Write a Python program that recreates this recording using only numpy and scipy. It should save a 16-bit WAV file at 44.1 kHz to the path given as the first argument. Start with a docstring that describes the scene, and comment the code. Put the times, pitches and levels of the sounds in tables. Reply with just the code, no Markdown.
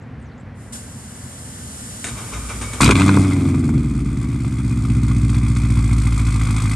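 """Cold start of a V8 in a wash bay

A V8 sports car is started cold in an open wash bay, heard from behind its tailpipes. Over a shaped noise of
traffic, swept sines chirp as a bird and coloured noise hisses as a spray. The starter's clacks and grinding
are noise bursts that ring its housing. The engine catches with a bang and a crackle, flares and sinks to a
loping idle: uneven pulse trains ring two exhaust pipes, and gusts of noise rasp and hiss at their tips."""
import sys
import numpy as np
from scipy import signal
from scipy.fft import rfft, irfft
from scipy.io import wavfile
from scipy.ndimage import uniform_filter1d, minimum_filter1d

SR = 44100
rng = np.random.default_rng(int(sys.argv[2]) if len(sys.argv) > 2 else 0)


def generate_wav(signal):
    """Clip the signal to [-1, 1] and save it as 16-bit WAV at the path in sys.argv[1]."""
    frames = np.transpose(np.atleast_2d(signal))
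    scaled = np.clip(frames, -1, 1) * 32767
    pcm = np.round(scaled).astype(np.int16)
    wavfile.write(sys.argv[1], SR, pcm)


N = 297675
TIME = np.arange(N) / SR   # s
BINS = np.maximum(np.fft.rfftfreq(N, 1 / SR), 1)   # Hz
CATCH_S = 2.8   # the engine begins to fire
RECEDE_S = 0.9   # time over which spray and traffic fade once it runs
LOPE_FROM_S, LOPE_GROWS_S = 3.35, 0.86   # the cylinders grow uneven as the flare ends


def from_db(db):
    """Level to amplitude: 20 dB is a factor of ten."""
    return np.exp(np.asarray(db) * (np.log(10) / 20))


def rms_one(x):
    """Normalization to unit mean power."""
    return x / np.sqrt(np.mean(x ** 2) + 1e-20)


def in_time(points):
    """Linear interpolation of a (time, value) curve at every sample."""
    time_s, value = np.transpose(points)
    return np.interp(TIME, time_s, value)


def over_hz(points):
    """Interpolation of a (frequency, value) curve over log frequency at every bin."""
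    hz, value = np.transpose(points)
    return np.interp(np.log(BINS), np.log(hz), value)


def fade_in(start, length):
    """Linear ramp from 0 to 1; start and length in s."""
    return np.clip((TIME - start) / length, 0, 1)


def puff(start, decay, rise=0.0016):
    """Transient envelope: a short linear rise under an exponential decay, in s."""
    return fade_in(start, rise) * np.exp(-np.clip((TIME - start) / decay, 0, 20))


def clicks(times, sizes):
    """Impulse train: single-sample kicks at the given times."""
    places = np.round(np.asarray(times) * SR).astype(int)
    return np.bincount(np.clip(places, 0, N - 1), sizes, N)


def decaying(x, decay):
    """First-order relaxation: each kick dies away exponentially, with a time constant in s."""
    return signal.lfilter([1], [1, -np.exp(-1 / (decay * SR))], x)


def cut(x, hz, kind, order=2):
    """Butterworth filtering: a maximally flat passband."""
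    return signal.sosfilt(signal.butter(order, hz, kind, fs=SR, output="sos"), x + 1e-18)


def noise(spectrum):
    """Partial coherence: mid and side noise mixed to a given likeness of the two channels, rms 1."""
    # the two channels: (frequency [Hz], correlation [1])
    likeness = [(60, .998), (250, .98), (600, .92), (2000, .9), (5000, .9), (9000, .94)]
    mid, side = rfft(rng.standard_normal((2, N)))
    alike = np.clip(over_hz(likeness), 0, 1)
    pair = np.sqrt(1 + alike) * mid + np.sqrt(1 - alike) * side * [[1], [-1]]
    lowest_hz, highest_hz = spectrum[0][0], spectrum[-1][0]
    # the colour falls away outside its table
    low_skirt = 1 / (1 + (.8 * lowest_hz / BINS) ** 6)
    high_skirt = 1 / (1 + (.8 * BINS / highest_hz) ** 6)
    return rms_one(irfft(pair * low_skirt * high_skirt * from_db(over_hz(spectrum)), N))


def resonances(x, modes):
    """Modal superposition: two-pole resonators in parallel with alternating signs."""
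    out = 0
    for k, (hz, width, db) in enumerate(modes):
        r = np.exp(-np.pi * width / SR)   # pole radius from bandwidth
        zeros = np.array([1, 0, -1]) * (1 - r * r) / 2
        poles = [1, -2 * r * np.cos(2 * np.pi * hz / SR), r * r]
        out = out + (-1) ** k * from_db(db) * signal.lfilter(zeros, poles, x + 1e-18)
    return out


def traffic():
    """Distant sources sum to steady noise, mostly low-pitched; it recedes once the engine runs."""
    # colour of the traffic: (frequency [Hz], relative spectral level [dB])
    rumble_colour = [(25, -34), (45, -13), (65, -3.5), (115, 0), (180, -9.5), (230, -4), (330, -20),
                     (480, -20), (720, -23.5), (1190, -27), (1950, -27.5), (2700, -38), (4000, -46),
                     (8000, -55.5)]
    start_db, change_db = -35, -3
    return from_db(start_db + change_db * fade_in(CATCH_S, RECEDE_S)) * noise(rumble_colour)


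def bird():
    """Frequency modulation: thin gliding sines with a random waver and a fluttering amplitude."""
    # chirps: (time [s], length [s], start frequency [Hz], end frequency [Hz], level [dB])
    chirps = [(.005, 0.038, 6400, 7800, -59), (0.198, 0.037, 8800, 8400, -58),
              (0.215, 0.092, 7800, 4900, -59), (0.293, 0.054, 4430, 3930, -58),
              (0.364, 0.063, 6750, 7900, -62)]
    out = np.zeros(N)
    flutter = np.abs(rms_one(cut(rng.standard_normal(N), 65, "low")))
    waver_hz = 450 * rms_one(cut(rng.standard_normal(N), 300, "low"))
    for start, length, start_hz, end_hz, db in chirps:
        along = fade_in(start, length)
        hz = start_hz + (end_hz - start_hz) * along + waver_hz
        phase = 2 * np.pi * np.cumsum(hz) / SR
        out += from_db(db) * flutter * np.sin(np.pi * along) * np.sin(phase)
    return out


def spray():
    """Jet noise off to the left: part reaches the right channel late, part is incoherent there."""
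    # colour of the jet: (frequency [Hz], relative spectral level [dB])
    jet_colour = [(1470, -1), (2500, -13.5), (2780, -6.5), (4560, -7), (4970, -6.5), (5810, -4.5),
                  (9060, 4.5), (9630, 0.5), (10200, -17), (11200, -0.5), (12500, -22), (16300, -47),
                  (22000, -120)]
    # spurts as the nozzle opens: (time [s], level [dB])
    spurt_levels = [(0.722, -30.5), (.747, -38)]
    leak_s, leak_db = 0.538, -51
    open_s, rise_s, spurt_decay_s = .722, 0.01, 0.03
    jet_db, swell_db, swell_s, fade_db = -47.5, 11, 1.22, -21
    lag_s, scattered = .00041, .6   # scattered: share of the right channel's power

    left, right = noise(jet_colour)
    direct = np.roll(right, round(lag_s * SR))
    right = np.sqrt(1 - scattered) * direct + np.sqrt(scattered) * noise(jet_colour)[1]
    leak = from_db(leak_db) * fade_in(leak_s, 0.079)
    spurts = sum(from_db(db) * puff(s, spurt_decay_s, rise_s) for s, db in spurt_levels)
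    jet = fade_in(open_s, rise_s) * from_db(jet_db + swell_db * fade_in(open_s, swell_s))
    fade = from_db(fade_db * fade_in(CATCH_S, RECEDE_S))
    return (leak + spurts + jet) * fade * np.array([left, right])


def pipes(x, bank=0, octaves=0, muffler_hz=380):
    """Standing waves of one bank's pipe, driven differently as speed climbs, then the muffler's low-pass."""
    # modes: (frequency [Hz], width [Hz], level in first pipe [dB], in second [dB], slope [dB per octave of speed])
    pipe_modes = [(56.35, 4.47, -5, -5.5, -5), (89.1, 7.7, -12.5, -8.5, -9), (96.9, 13.2, -7.5, -5, -8.5),
                  (113.4, 21, -7, -4, -8), (137, 22, -16, -10, 2.6), (163.3, 21.4, -16, -17, -10),
                  (196, 10, -15, -19, 1), (228.4, 11.7, -13.5, -17.3, 3), (251.2, 30, -15.5, -17, -1.6),
                  (279.2, 21.4, -16.5, -18, 5.5), (297.5, 21.2, -21.5, -21, 5.5),
                  (333.6, 27, -25.5, -25.5, 5.5), (386.3, 13, -34.8, -37.5, 12.5),
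                  (434, 17, -36, -40.4, 13)]
    waves = 0
    for k, (hz, width, *bank_db, db_per_octave) in enumerate(pipe_modes):
        drive = x * from_db(db_per_octave * octaves)
        waves = waves + (-1) ** k * resonances(drive, [(hz, width, bank_db[bank])])
    return cut(cut(waves, muffler_hz, "low", order=4), 40, "high", order=4)


def housing(x):
    """Modal ringing of the starter's housing; each mode swells and fades at random on its own."""
    # modes: (frequency [Hz], width [Hz], level before the swells [dB])
    housing_modes = [(1010, 22, -17), (1226, 22, -6), (1490, 10.5, 0), (1570, 16, -15), (2250, 5.8, 8),
                     (2358, 14, 3.5), (3160, 15, -1), (3710, 50, 0)]
    swell_db, shift_s = 7, .08   # furthest change either way, and time between new values
    moments = np.arange(0, TIME[-1], shift_s)
    swells = from_db(swell_db * rng.uniform(-1, 1, (len(housing_modes), len(moments))))
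    return sum(resonances(x * np.interp(TIME, moments, swell), [mode])
               for mode, swell in zip(housing_modes, swells))


def starter(boom_hz=58, teeth_hz=135, ring_db=3.5):
    """Impact and load modulation: the pinion clacks in, gears grind harder at each compression, air is pumped."""
    # colours of grinding and clacks: (frequency [Hz], relative spectral level [dB])
    grind_colour = [(190, -34), (330, -1.5), (464, -0.5), (505, -5.5), (636, -6), (744, -7.5), (1210, -0.5),
                    (1600, -8), (1720, -16), (2190, -6), (2830, -14), (3740, -14.5), (4170, -24),
                    (6000, -13), (7800, -20), (13200, -120)]
    clack_colour = [(300, 6), (600, -6), (1300, -4), (2300, -1), (3000, -8), (5000, -11), (9000, 1.5),
                    (11000, -23)]
    # solenoid and gear teeth knocking: (time [s], level [dB], decay [s])
    knocks = [(2.041, -23, 0.019), (2.066, -29, 0.016), (2.083, -35, 0.02), (2.487, -33.5, 0.032),
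              (2.612, -29, 0.033), (2.732, -29, 0.019)]
    # the starter labours at each compression: (time [s], grinding level [dB])
    compressions = [(2.07, -48), (2.17, -34.5), (2.319, -29), (2.489, -30), (2.61, -32), (2.725, -32.5)]
    rise_s, decay_s, grind_db = 0.022, 0.035, -43   # grind_db: between compressions
    pumping_db = -34.5
    boom_db, boom_from_s, boom_decay_s = -27.5, 2.32, 0.65   # once the crank is turning

    load = from_db(grind_db) + sum(from_db(db) * puff(s, decay_s, rise_s) for s, db in compressions)
    engaged = fade_in(2.06, 0.017) * (1 - fade_in(CATCH_S, 0.053))
    teeth = 1 + 0.057 * np.sin(2 * np.pi * teeth_hz * TIME)
    grind = load * teeth * noise(grind_colour)
    clack = noise(clack_colour) * sum(from_db(db) * puff(s, decay) for s, db, decay in knocks)
    air = from_db(pumping_db) * rms_one(pipes(rng.standard_normal(N)))
    boom_level = from_db(boom_db) * puff(boom_from_s, boom_decay_s, rise=0.022)
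    boom = boom_level * np.sin(2 * np.pi * boom_hz * TIME)
    ring = from_db(ring_db) * housing(clack + engaged * grind)
    return clack + ring + engaged * (grind + air + boom)


def through_tips(spectrum, ring_db):
    """Resonance under turbulent flow: rushing gas, part of which rings in the tailpipe tips, rms 1."""
    # modes of the tips: (frequency [Hz], width [Hz], relative level [dB])
    tip_modes = [(721, 15, 4), (1105, 22, -10.5), (1208, 53, -5.5), (1373, 10, -1.5), (1439, 15, -2),
                 (1547, 22, -1), (1652, 23, 0), (2050, 29, -1), (2257, 31, -5), (2438, 37, 0),
                 (2547, 13, 1)]
    ringing = rms_one(resonances(noise(spectrum), tip_modes))
    return rms_one(noise(spectrum) + from_db(ring_db) * ringing)


def bangs(bark_gain_db=1.0, crack_gain_db=0.0, thump_gain_db=-2.0):
    """Impulsive excitation: rich burns bark and crack out of the tips and kick the pipes."""
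    # hardest firings, loud at the catch, faint at idle:
    # (time [s], bark before gain [dB], crack before gain [dB], thump before gain [dB])
    hard_firings = [(2.805, -6, -28, -19), (2.831, 1, -1.5, -3), (2.86, -5, -1.5, -12),
                    (2.877, -8, -13, -2), (2.891, -3, -17, -1.5), (2.9, 1, -29, -22),
                    (2.909, -23, -2.5, -31), (2.919, -5, -12, -10), (2.954, -14.5, -13, -20),
                    (2.964, -26, -18, -32), (2.986, -17, -28, -20), (2.997, -16, -17, -14),
                    (3.008, -8.5, -17, -16), (3.018, -11, -16, -27), (3.08, -17, -17.5, -26),
                    (3.091, -1, -18, -24), (3.14, -24, -19, -31), (3.171, -8, -37, -13),
                    (3.691, -22, -59, -30), (3.778, -34, -33, -38), (4.215, -29, -51, -34),
                    (4.328, -31, -39, -33), (4.446, -26, -37, -23), (4.899, -37, -27.5, -34),
                    (5.294, -28, -28, -24), (5.344, -35, -28, -28), (5.562, -25, -29, -30),
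                    (6.265, -31, -42, -42), (6.47, -31, -40, -30)]
    # colour of the blast: (frequency [Hz], relative spectral level [dB])
    blast_colour = [(400, 11), (560, -16), (700, -10.5), (1150, 2), (1500, -5), (1850, -15), (2400, 2),
                    (2900, -11), (3600, -1.5), (5000, -15), (9000, -12), (12500, -43)]
    rise_hz, decay_s, bark_top_hz = 350, 0.0035, 1630
    times, *levels_db = np.transpose(hard_firings)
    bark, crack, thump = [clicks(times, from_db(db)) for db in levels_db]
    bark, crack = decaying(cut(np.array([bark, crack]), rise_hz, "low", order=1), decay_s)
    burst = through_tips(blast_colour, ring_db=-7)
    bark = from_db(bark_gain_db) * bark * cut(burst, bark_top_hz, "low", order=4)
    crack = from_db(crack_gain_db) * crack * cut(burst, bark_top_hz, "high", order=4)
    # divide by the pipes' peak response to a unit kick
    unit_kick = np.abs(pipes(signal.unit_impulse(SR // 10))).max()
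    return bark + crack + from_db(thump_gain_db) * pipes(thump) / unit_kick


def speed():
    """Rotation as firings per s, four to a turn: a flare rises and settles on a slowly sagging idle."""
    # slow wander about the flare and idle: (time [s], deviation [Hz])
    wander = [(2.8, -.2), (3.1, -.5), (3.55, .4), (3.75, -.7), (4.1, .55), (4.25, .2), (4.5, .3),
              (4.7, -.45), (5.1, -.7), (5.5, .8), (6.15, .3), (6.7, -.2)]
    catch_hz, sag_hz_per_s = 70.15, 4.45
    flare_hz, rise_s, settle_s = 84.9, .321, .524   # flare_hz: scale ahead of the rise and decay
    running_s = np.maximum(TIME - CATCH_S, 0)
    flare = flare_hz * (1 - np.exp(-running_s / rise_s)) * np.exp(-running_s / settle_s)
    return catch_hz - sag_hz_per_s * running_s + flare + in_time(wander)


def firings():
    """Phase accumulation: speed is integrated to a firing count, giving each firing's time and cylinder."""
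    # cylinders in firing order: (relative pulse level [dB], lateness [firing intervals], relative rasp level [dB])
    cylinders = [(3.5, 0.1, 14), (2.55, 0.091, 12.5), (-0.7, 0.209, 14), (-4.5, 0.08, 4.5), (4, 0.082, 10),
                 (2, 0.1, 15.5), (-0.5, 0.31, 10), (-7, 0.15, 11.5)]
    crank_lead = 0.9   # share of a firing interval already turned as the engine catches
    fired = crank_lead + np.cumsum(speed() * (TIME >= CATCH_S)) / SR
    number = np.arange(1, int(fired[-1]) + 1)
    times = np.interp(number, fired, TIME)
    return fired, times, np.array(cylinders)[number % len(cylinders)].T


def stumble_db():
    """Gaussian level dip: the burn falters briefly just after catching."""
    centre_s, width_s, depth_db = 2.943, 0.014, -16
    return depth_db * np.exp(-((TIME - centre_s) / width_s) ** 2)


def exhaust(fired, times, pulse_db, lateness):
    """Source and resonator: uneven pulses ring each bank's pipe; speed adds a howl and a snarl."""
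    # which of the two pipes each cylinder fires into, in firing order: (pipe [0 or 1])
    pipe_of_cylinder = [1, 0, 0, 1, 0, 1, 1, 0]
    # loudness of the note before surge and stumble: (time [s], level [dB])
    effort = [(2.88, 1.5), (3.05, -0.5), (3.25, -3.5), (3.45, -3), (3.75, -2.5), (3.9, -7), (4.25, -9.5),
              (4.6, -9), (4.9, -6.5), (5.6, -7), (6.1, -9), (6.6, -9)]
    flare_lope, idle_lope = 0.5, 1.0   # shares of the cylinders' unevenness
    burn_scatter_db, flare_extra_db = 0.7, 0.4   # spread of the burns at idle, and more in the flare
    jitter_s, pipe_delay_s = .00008, .00075
    pulse_area_s = .009   # pressure times duration of a pulse at 0 dB
    idle_hz = 58   # speed at which the levels per octave below hold
    howl_order, howl_db, howl_db_per_octave = 3, -43, 24   # order: multiple of the firing rate
    snarl_db, snarl_db_per_octave = -74.5, 41.5
    surge_spread_db, surge_hz = .6, 6   # the mixture surges a little over several firings

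    lope_full_s = LOPE_FROM_S + LOPE_GROWS_S
    lope = np.interp(times, [LOPE_FROM_S, lope_full_s], [flare_lope, idle_lope])
    scatter_db = burn_scatter_db + flare_extra_db * (times < lope_full_s)
    strength, timing = rng.standard_normal((len(times), 2)).T
    lag = lope * lateness * np.gradient(times)   # gradient: the firing interval
    arrivals = times + pipe_delay_s + lag + jitter_s * timing
    sizes = pulse_area_s * SR * from_db(lope * pulse_db + scatter_db * strength)
    number = np.arange(1, len(times) + 1)
    banks = np.array(pipe_of_cylinder)[number % len(pipe_of_cylinder)]
    pulses = [clicks(arrivals, sizes * (banks == bank)) for bank in (0, 1)]

    octaves = np.log2(speed() / idle_hz)
    note = sum(pipes(pulses[bank], bank, octaves) for bank in (0, 1))
    howl_level = from_db(howl_db + howl_db_per_octave * octaves)
    howl = howl_level * np.cos(2 * np.pi * howl_order * fired)
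    # the snarl slips past the muffler
    snarl_level = from_db(snarl_db + snarl_db_per_octave * octaves)
    snarl = snarl_level * cut(sum(pulses), [450, 850], "band")
    surge_db = surge_spread_db * rms_one(cut(rng.standard_normal(N), surge_hz, "low"))
    level = from_db(in_time(effort) + surge_db + .5 * stumble_db())
    return level * (howl - note - snarl)


def evened(x, window):
    """Automatic gain: power is held near 1 by a twice-smoothed running mean, window in s."""
    size = int(window * SR)
    power = uniform_filter1d(uniform_filter1d(x ** 2, size), size)
    return x / np.sqrt(np.abs(power) + 1e-3 * np.mean(x ** 2))


def gusts(times, db, decay, steady, rise_hz):
    """Pulsating flow: one decaying gust per firing on top of a steady flow, power near 1."""
    kicks = clicks(times, from_db(db))
    pulsation = decaying(kicks + 1e-18, decay)
    return evened(cut(pulsation, rise_hz, "low", order=1) + steady, 0.21)


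def gas_flow(blast_db, flare_db, fall_db_per_s, idle_db):
    """Incoherent addition: blast, dying flare and an idle flow that slowly grows louder add in power."""
    hold_s, decay_s, idle_rise_db_per_s = 0.046, 0.0088, 4.5
    running_s = np.maximum(TIME - CATCH_S, 0)
    blast = from_db(blast_db) * np.exp(-np.clip((running_s - hold_s) / decay_s, 0, 20))
    flare = from_db(flare_db - fall_db_per_s * running_s)
    idle = from_db(idle_db + idle_rise_db_per_s * running_s)
    return np.sqrt(blast ** 2 + flare ** 2 + idle ** 2) * from_db(stumble_db())


def gas(times, cylinder_rasp_db):
    """Amplitude-modulated turbulence: each gust rasps in the tips and hisses at their lips."""
    # colours of rasp and hiss: (frequency [Hz], relative spectral level [dB])
    rasp_colour = [(500, -7.5), (640, -24), (740, -8.5), (900, -2), (1180, 5), (1520, -4.5), (1700, -12.5),
                   (1870, -10), (2100, 3), (2500, -3.5), (2850, -19), (3400, -5), (4500, -24.5),
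                   (9000, -23.5)]
    hiss_colour = [(2500, -3.5), (3500, -7.5), (4400, 1), (5600, -2.5), (6800, -1), (7700, 3.5),
                   (9300, 3.5), (10200, -19), (11500, -7.5), (13000, -47)]
    scatter_db, catch_extra_db, rough_s = 2.1, .8, 0.9   # the first gusts crackle most unevenly
    spread_db = scatter_db + catch_extra_db * (times < CATCH_S + rough_s)
    rasp_luck_db, hiss_luck_db = spread_db * rng.standard_normal((len(times), 2)).T
    rasp_gusts = gusts(times - .002, cylinder_rasp_db + rasp_luck_db,
                       decay=0.012, steady=0.15, rise_hz=302)
    hiss_gusts = gusts(times + 0.0013, 0.8 * cylinder_rasp_db + hiss_luck_db,
                       decay=0.0058, steady=0.5, rise_hz=189)
    rasp = through_tips(rasp_colour, ring_db=-3) * rasp_gusts
    hiss = noise(hiss_colour) * hiss_gusts
    rasp_flow = gas_flow(blast_db=-20, flare_db=-21, fall_db_per_s=25.5, idle_db=-50.5)
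    hiss_flow = gas_flow(blast_db=-17, flare_db=-26.5, fall_db_per_s=26, idle_db=-54.5)
    return rasp_flow * rasp + hiss_flow * hiss


def bay(x):
    """Early reflection: wall and canopy return the mids and highs from alternating sides."""
    # reflections: (delay [s], level [dB])
    reflections = [(.009, -11), (.021, -14), (.034, -43), (.052, -24)]
    bright, out = cut(x, 540, "high"), x.copy()
    for k, (delay, db) in enumerate(reflections):
        lag = int(delay * SR)
        out[k % 2, lag:] += from_db(db) * bright[k % 2, :-lag]
    return out


def microphones(x):
    """Interchannel level and phase differences: the car reaches the two ports unequally."""
    # level difference: (frequency [Hz], left minus right [dB])
    tilt = [(120, 0), (250, -.2), (600, 1.2), (1300, 1.2), (2500, .6), (5000, 2.1), (8500, .6),
            (12000, -.8)]
    # phase difference: (frequency [Hz], lead of the left [rad])
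    lead = [(500, 0), (1900, -.1), (3200, .5), (5200, 0), (7000, 0), (7900, .6), (8800, -.2), (12000, 0)]
    half = from_db(over_hz(tilt) / 2) * np.exp(.5j * over_hz(lead))   # half to each side
    return irfft(rfft(x) * np.array([half, 1 / half]), N)


def scene():
    """Superposition: the car in the bay, over spray, a bird and traffic."""
    fired, times, (pulse_db, lateness, rasp_db) = firings()
    engine = exhaust(fired, times, pulse_db, lateness) + gas(times, rasp_db)
    car = fade_in(2.807, 0.0016) * engine + bangs() + starter()
    return microphones(bay(car)) + spray() + traffic() + bay(bird() * np.ones((2, 1)))


def record(dry):
    """Peak limiting and band limiting: a fast gain holds the highest peaks down and the top is cut."""
    limit, limiter_s, cutoff_hz = .88, .004, 12800   # limit: amplitude, full scale 1
    gain = np.minimum(1, limit / (np.abs(dry).max(axis=0) + 1e-9))
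    size = int(limiter_s * SR)
    smooth_gain = uniform_filter1d(minimum_filter1d(gain, size), size)
    return cut(dry * smooth_gain, cutoff_hz, "low", order=16)


dry = scene()
out = record(dry)
generate_wav(out)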